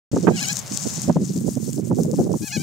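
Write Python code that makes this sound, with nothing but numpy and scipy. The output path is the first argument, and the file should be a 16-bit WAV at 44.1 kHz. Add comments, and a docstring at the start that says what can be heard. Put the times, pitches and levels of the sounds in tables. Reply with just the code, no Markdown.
"""Chicks begging at a windy pond

Coot chicks beg with short wavering squeals: stacks of harmonics coloured by throat and beak.
Dry stalks crackle to the left: ringing ticks and snaps over a swish of noise.
Wind buffets the two microphone ports in low lumps: noise bands that reach higher in a stronger push.
A faint outdoor hiss of coloured noise lies underneath."""
import sys
import numpy as np
from scipy import signal
from scipy.fft import rfft, irfft
from scipy.io import wavfile
from scipy.ndimage import uniform_filter1d

SR = 44100
rng = np.random.default_rng(int(sys.argv[2]) if len(sys.argv) > 2 else 0)


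def file_out(sig):
    """Save sig as 16-bit WAV at sys.argv[1]."""
    # one column per channel
    cols = np.atleast_2d(sig).T
    # limit, then scale
    lim = np.clip(cols, -1, 1)
    pcm = np.round(lim * 32767).astype(np.int16)
    wavfile.write(sys.argv[1], SR, pcm)


N = 115542  # length in samples


def amp(db):
    """Turn decibels into a gain."""
    return 10 ** (np.asarray(db) / 20)


def unit(x):
    """Scale a sound to an rms of 1."""
    return x / np.sqrt(np.mean(x ** 2) + 1e-20)


def in_time(rows):
    """Read a table at every sample: straight lines join its rows, one curve per column."""
    s, *columns = np.transpose(rows)
    return [np.interp(np.arange(N) / SR, s, c) for c in columns]


def at_hz(points, hz):
    """Read a spectrum table at any frequency, along a logarithmic frequency scale."""
    table_hz, values = np.array(points).T
    return np.interp(np.log(hz), np.log(table_hz), values)


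def drift(rate):
    """Slow random wandering around 0 with a spread of about 1; a higher rate [Hz] wanders faster."""
    step = 20  # samples between the computed points
    r = np.exp(-2 * np.pi * rate * step / SR)
    noise = rng.standard_normal(N // step + 1002)
    slow = signal.lfilter([1], [1, -2 * r, r * r], noise)[1000:]  # skip the filter's start
    return np.interp(np.arange(N) / step, np.arange(len(slow)), unit(slow))


def sides(pan_db):
    """Split a left-minus-right difference in dB into a left and a right level."""
    return np.array([pan_db / 2, -pan_db / 2]).reshape(2, -1)


def pair(likeness):
    """Stereo white noise: the sides are unrelated at likeness 0 and the same at 1."""
    mid, side = rng.standard_normal((2, N))
    c = np.clip(likeness, 0, 1)
    return (np.sqrt(1 + c) * mid + np.sqrt(1 - c) * side * [[1], [-1]]) / np.sqrt(2)


def colour(x, points):
    """Filter a sound by the levels of a spectrum table."""
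    hz = np.maximum(np.arange(N // 2 + 1) * SR / N, 1)
    return irfft(rfft(x) * amp(at_hz(points, hz)), N)


def ring(clicks, hz, cycles):
    """Soft bursts: each click passes two short resonances; each loses 60 dB in the given cycles."""
    r, w = amp(-60 * hz / (cycles * SR)), 2 * np.pi * hz / SR
    a = [1, -2 * r * np.cos(w), r * r]
    once = signal.lfilter([0, np.sin(w)], a, clicks + 1e-18)
    return signal.lfilter([(1 - r) * np.e, 0, -(1 - r) * np.e], a, once)


def air():
    """Faint wide hiss of the open pond: coloured noise, only partly alike on the two sides."""
    # level of the hiss: (time [s], level [dB])
    air_level = [(.14, -46.5), (.34, -47), (.4, -40.5), (1.05, -42.5), (1.2, -53), (2.4, -57.5)]
    # hiss spectrum: (frequency [Hz], relative level [dB per Hz])
    air_colour = [(300, 15.5), (700, 17), (1500, 11), (2500, 9.5), (4000, 6.5), (16000, -0.5)]
    db, = in_time(air_level)
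    return amp(db) * unit(colour(pair(0.39), air_colour))


def wind():
    """Lumpy pressure at each port; the stronger the push, the higher the edge of its rumble."""
    # wind strength before the lumps: (time [s], level [dB], left minus right [dB])
    gust = [(.12, -26, -2), (.33, -25, -10), (.44, -32.5, 5), (.64, -38, 1), (.9, -35.5, -6.5),
            (1.2, -24.5, -2.5), (1.6, -30.5, -8.5), (2.0, -25, -11), (2.33, -27.5, -6), (2.46, -44, 11.5),
            (2.62, -27, -0.5)]
    # strong buffets before their flutter:
    # (start [s], level [dB], left minus right [dB], time from start until the fall begins [s])
    buffets = [(0.128, -18.5, 4, 0.02), (0.16, -17.5, -2.5, 0.025), (0.225, -20, -9.5, 0.029),
               (0.268, -11.5, -11, 0.022), (0.294, -14.5, -7, 0.025), (0.332, -22.5, -7, 0.02),
               (0.705, -29, -10, 0.045), (0.852, -23.5, -11, 0.021), (1.075, -17, -5, 0.037),
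               (1.157, -14.5, 2.5, 0.021), (1.186, -24, -0.5, 0.042), (1.35, -21.5, 3, 0.033),
               (1.453, -21.5, -11, 0.034), (1.566, -22, -12.5, 0.014), (1.674, -24, -12, 0.018),
               (1.777, -20.5, -7.5, 0.019), (1.902, -17, -5.5, 0.033), (2.007, -19.5, 0.5, 0.017),
               (2.046, -21.5, 1, 0.036), (2.129, -19.5, 8, 0.017), (2.183, -17.5, 11, 0.036),
               (2.226, -20, -5.5, 0.051), (2.289, -23, -12.5, 0.057), (2.346, -17.5, -3.5, 0.022),
               (2.401, -25.5, 5.5, 0.039), (2.563, -24, 8, 0.022)]
    # sharp knocks: (time [s], jump of the edge [octaves])
    knocks = [(0.17, 1.3), (0.272, 0.88), (.296, 1.14), (1.166, 0.48), (1.786, 0.27), (1.916, 0.73),
              (2.058, 0.89), (2.139, 0.61), (2.27, 0.81), (2.299, 0.57), (2.34, 0.78)]
    # spectrum below the edge: (frequency [Hz], relative level [dB per Hz])
    wind_colour = [(50, -24), (80, -23.5), (120, -0.5), (180, 4), (300, -2.5), (600, -10.5), (1500, -18),
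                   (3000, -27)]
    # how alike the two sides are: (frequency [Hz], likeness [0 to 1])
    wind_likeness = [(30, 0.17), (150, 0.56), (1000, 0.9)]
    lump_db, lumps_per_s, buffet_lump_db = 3.5, 38.4, 2.5
    buffet_rise_s, knock_s = 0.00385, 0.0045
    edge_hz, edge_at_db = 312.6, -25.5  # the edge lies at edge_hz when the push is edge_at_db
    db_per_octave_of_edge, fall_db_per_octave = 12, 67
    # hard pushes carry less deep bass: dB per octave below the hump and per octave of edge rise
    bass_loss_db, hump_hz = 2.5, 169
    even_s, even_share = 0.0115, 0.57  # window and share of the loudness evening

    t = np.arange(N) / SR
    db, pan_db = in_time(gust)
    shared = drift(lumps_per_s)
    lumps = np.array([shared + drift(lumps_per_s) for _ in range(2)]) / np.sqrt(2)
    flutter = drift(70.3)
    push = amp(db + sides(pan_db) + lump_db * lumps)
    for s, peak_db, hit_pan_db, until_fall in buffets:
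        rise = (t - s) / buffet_rise_s
        fall = 1 + (s + until_fall - t) / (2 * buffet_rise_s)
        shape = np.clip(np.minimum(rise, fall), 0, 1)
        hit = amp(peak_db + sides(hit_pan_db) + buffet_lump_db * flutter) * shape
        push = np.maximum(push, hit)

    # the edge is counted in octaves above 1 Hz
    edge = np.log2(edge_hz) + (20 * np.log10(push) - edge_at_db) / db_per_octave_of_edge
    edge = edge + sum(octaves * np.exp(-((t - s) / knock_s) ** 2) for s, octaves in knocks)
    white = rng.standard_normal((2, 2, N))
    band_edges = 25 * 2 ** np.arange(0, 7.1, 1 / 3)  # thirds of an octave from 25 Hz
    out, power = 0, 0
    for k, (low, high) in enumerate(zip(band_edges, band_edges[1:])):
        hz = np.sqrt(low * high)
        band_pass = signal.butter(4, [low, high], "band", fs=SR, output="sos")
        mid, side = signal.sosfilt(band_pass, white[k % 2])  # neighbours use different noise
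        alike = np.clip(at_hz(wind_likeness, hz), 0, 1)
        band = np.sqrt(1 + alike) * mid + np.sqrt(1 - alike) * side * [[1], [-1]]
        fall_db = fall_db_per_octave * np.maximum(np.log2(hz) - edge, 0)
        thin_db = bass_loss_db * max(np.log2(hump_hz / hz), 0) * (edge - np.log2(edge_hz))
        gain = amp(at_hz(wind_colour, hz) - fall_db - thin_db)
        out = out + gain * band
        power = power + gain ** 2 * np.mean(band ** 2)
    out = out / np.sqrt(power)  # so that the push alone sets the level
    loudness = uniform_filter1d(out ** 2, int(even_s * SR))
    return push * out / loudness ** (even_share / 2)


def stalks():
    """Dry stalks: clumped ringing ticks at scattered pitches over a swish, and the loudest snaps."""
    # level of ticks and swish together: (time [s], level [dB])
    rustle_level = [(.14, -43), (.33, -43.5), (.4, -31.5), (.6, -34), (.64, -48), (.72, -31), (1.03, -34.5),
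                    (1.1, -44.5), (1.19, -48.5), (1.25, -40), (1.33, -45), (1.38, -41), (1.44, -48.5),
                    (1.5, -42), (1.61, -48.5), (1.65, -44), (1.77, -40.5), (1.83, -55.5), (1.872, -43.5),
                    (1.91, -55), (2.035, -43), (2.09, -53.5), (2.2, -42.5), (2.285, -54.5), (2.32, -46),
                    (2.46, -41.5), (2.62, -41.5)]
    # loudest snaps: (time [s], peak level before panning [dB])
    snaps = [(0.428, -15.5), (0.4847, -11), (0.5289, -11.5), (0.5561, -17.5), (0.569, -11.5),
             (0.5906, -14.5), (0.7482, -24), (0.7732, -8), (0.8854, -19.5), (0.9388, -20), (1.0178, -16),
             (1.3634, -26.5), (1.5527, -27.5), (1.7307, -19.5), (2.0336, -23.5), (2.1135, -24),
             (2.159, -26)]
    # spectrum of ticks and swish: (frequency [Hz], relative level [dB per Hz])
    rustle = [(1500, -19), (2500, -27), (3640, -20), (6610, 3.5), (7920, -0.5), (10800, -10), (15100, -12),
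              (16300, -3.5)]
    # gain of the top treble of ticks and swish: (time [s], level [dB])
    treble = [(.3, -9), (.42, -6.5), (.6, -9.5), (.66, -11), (1.2, -9), (1.4, 1.5)]
    ticks_per_s, tick_spread_db, tick_cycles = 2000, 4.5, 6.45  # the rate is before clumping
    tick_db, swish_db, clump_db = -1, 2, 5
    stalk_pan_db, stalk_likeness, treble_hz = 8.5, 0.22, 8150
    snap_s, snap_hz, snap_ring_cycles, snap_crack_share = .001, 6940, 8, .28

    (db,), (treble_db,) = in_time(rustle_level), in_time(treble)
    sizes = amp(tick_spread_db * np.minimum(rng.exponential(1, N), 3)) * rng.choice([-1, 1], N)
    born = rng.random(N) < ticks_per_s * amp(clump_db * drift(15)) / SR
    pans = rng.normal(0, 3.1, N)  # left minus right in dB
    clicks = sizes * born * amp(sides(pans))
    dealt = rng.integers(0, 16, N)  # which of 16 pitches a click gets
    ticks = 0
    for k, hz in enumerate(np.geomspace(3000, 15500, 16)):
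        ticks = ticks + amp(at_hz(rustle, hz)) * ring(clicks * (dealt == k), hz, tick_cycles)
    swish = colour(pair(stalk_likeness), rustle) * amp(clump_db / 2 * drift(18.0))
    out = amp(tick_db) * unit(ticks) + amp(swish_db) * unit(swish)
    low = signal.sosfiltfilt(signal.butter(3, treble_hz, fs=SR, output="sos"), out)
    out = amp(db) * (low + amp(treble_db) * (out - low))

    after = np.arange(400) / (snap_s * SR)  # time since the snap, in units of snap_s
    for s, peak_db in snaps:
        i = int(s * SR)
        # fibres part in a short spurt of noise
        split = rng.standard_normal(400) * after * np.exp(-2 * after)
        crack = unit(np.diff(split, prepend=0))
        burst = unit(ring(split, snap_hz, snap_ring_cycles)) + snap_crack_share * crack
        out[:, i:i + 400] += amp(peak_db) * burst / np.abs(burst).max()
    return out * amp(sides(stalk_pan_db))


def chicks():
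    """Harmonics of a wavering pitch; throat and beak set each one's level, and a rasp roughens it."""
    # one table per squeal: (time [s], pitch before the wobble [Hz], level before throat and pan [dB])
    squeals = [
        [(.3, 790, -49), (.36, 819.5, -38), (.378, 718, -35), (.392, 689, -34.5), (.418, 849.4, -35.5),
         (.43, 840, -31.5), (.444, 730, -34), (.455, 713, -34), (.466, 771, -39.5), (.49, 774, -31),
         (.504, 835, -31.5), (.516, 848, -34), (.524, 764, -41)],
        [(2.42, 795, -43), (2.466, 860, -42.5), (2.482, 812, -37), (2.5, 717, -45.5), (2.516, 694, -38),
         (2.528, 841, -33.5), (2.544, 839, -33.5), (2.564, 840, -34), (2.576, 734, -37.5), (2.59, 760, -43.5),
         (2.62, 800, -37)],
    ]
    # colour of throat and beak: (frequency [Hz], level [dB])
    throat = [(800, -9), (1400, -14), (1700, -0.5), (2000, -2.5), (2500, 2), (2880, 2.5), (3500, -12),
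              (4200, 1), (5000, -2.5), (5900, -1.5), (6800, -1.5), (8000, -15), (11000, -68)]
    # rasp of each squeal, the second one cleaner: [dB per octave above the pitch]
    rasps = [2.0, .9]
    rasp_per_s, wobble = 200, 0.00727  # wobble as a share of the pitch
    dull_db_per_octave_per_db = 0.25  # quiet parts of a squeal are duller
    squeal_pan_db, fade_s = 3, 0.0026

    out, t = np.zeros((2, N)), np.arange(N) / SR
    for call, rasp_db in zip(squeals, rasps):
        hz, db = in_time(call)
        hz = uniform_filter1d(hz, size=200) * (1 + wobble * drift(42.3))
        phase = 2 * np.pi * np.cumsum(hz) / SR
        start, end = call[0][0], call[-1][0]
        gate = np.clip(np.minimum(t - start, end + fade_s - t) / fade_s, 0, 1)
        stack = 0
        for k in range(1, 13):
            octaves = np.log2(k)
            dull_db = dull_db_per_octave_per_db * octaves * (db - db.max())
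            rough_db = rasp_db * octaves * drift(rasp_per_s)
            # each side starts the harmonic at a somewhat different phase
            offset = rng.uniform(0, 2 * np.pi) + rng.normal(0, 0.93, (2, 1))
            stack = stack + amp(at_hz(throat, k * hz) + dull_db + rough_db) * np.sin(k * phase + offset)
        out += gate * amp(db) * stack
    return out * amp(sides(squeal_pan_db))


def scene():
    """All sources together."""
    return air() + wind() + stalks() + chicks()


def record(dry):
    """Peaks are rounded, bass and top cut; sound begins after a short silence."""
    start_s, top = .115, 0.66  # top: the level that rounded peaks cannot pass
    bass_cut_hz, cutoff_hz = 63.6, 16200  # from cutoff_hz up, at least 70 dB are lost
    on = np.clip((np.arange(N) / SR - start_s) / 0.0012, 0, 1)
    rounded = top * np.tanh(dry / top)
    thin = signal.sosfilt(signal.butter(4, bass_cut_hz, "high", fs=SR, output="sos"), rounded) * on
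    return signal.sosfilt(signal.cheby2(20, 70, cutoff_hz, fs=SR, output="sos"), thin)


dry = scene()
out = record(dry)
file_out(out)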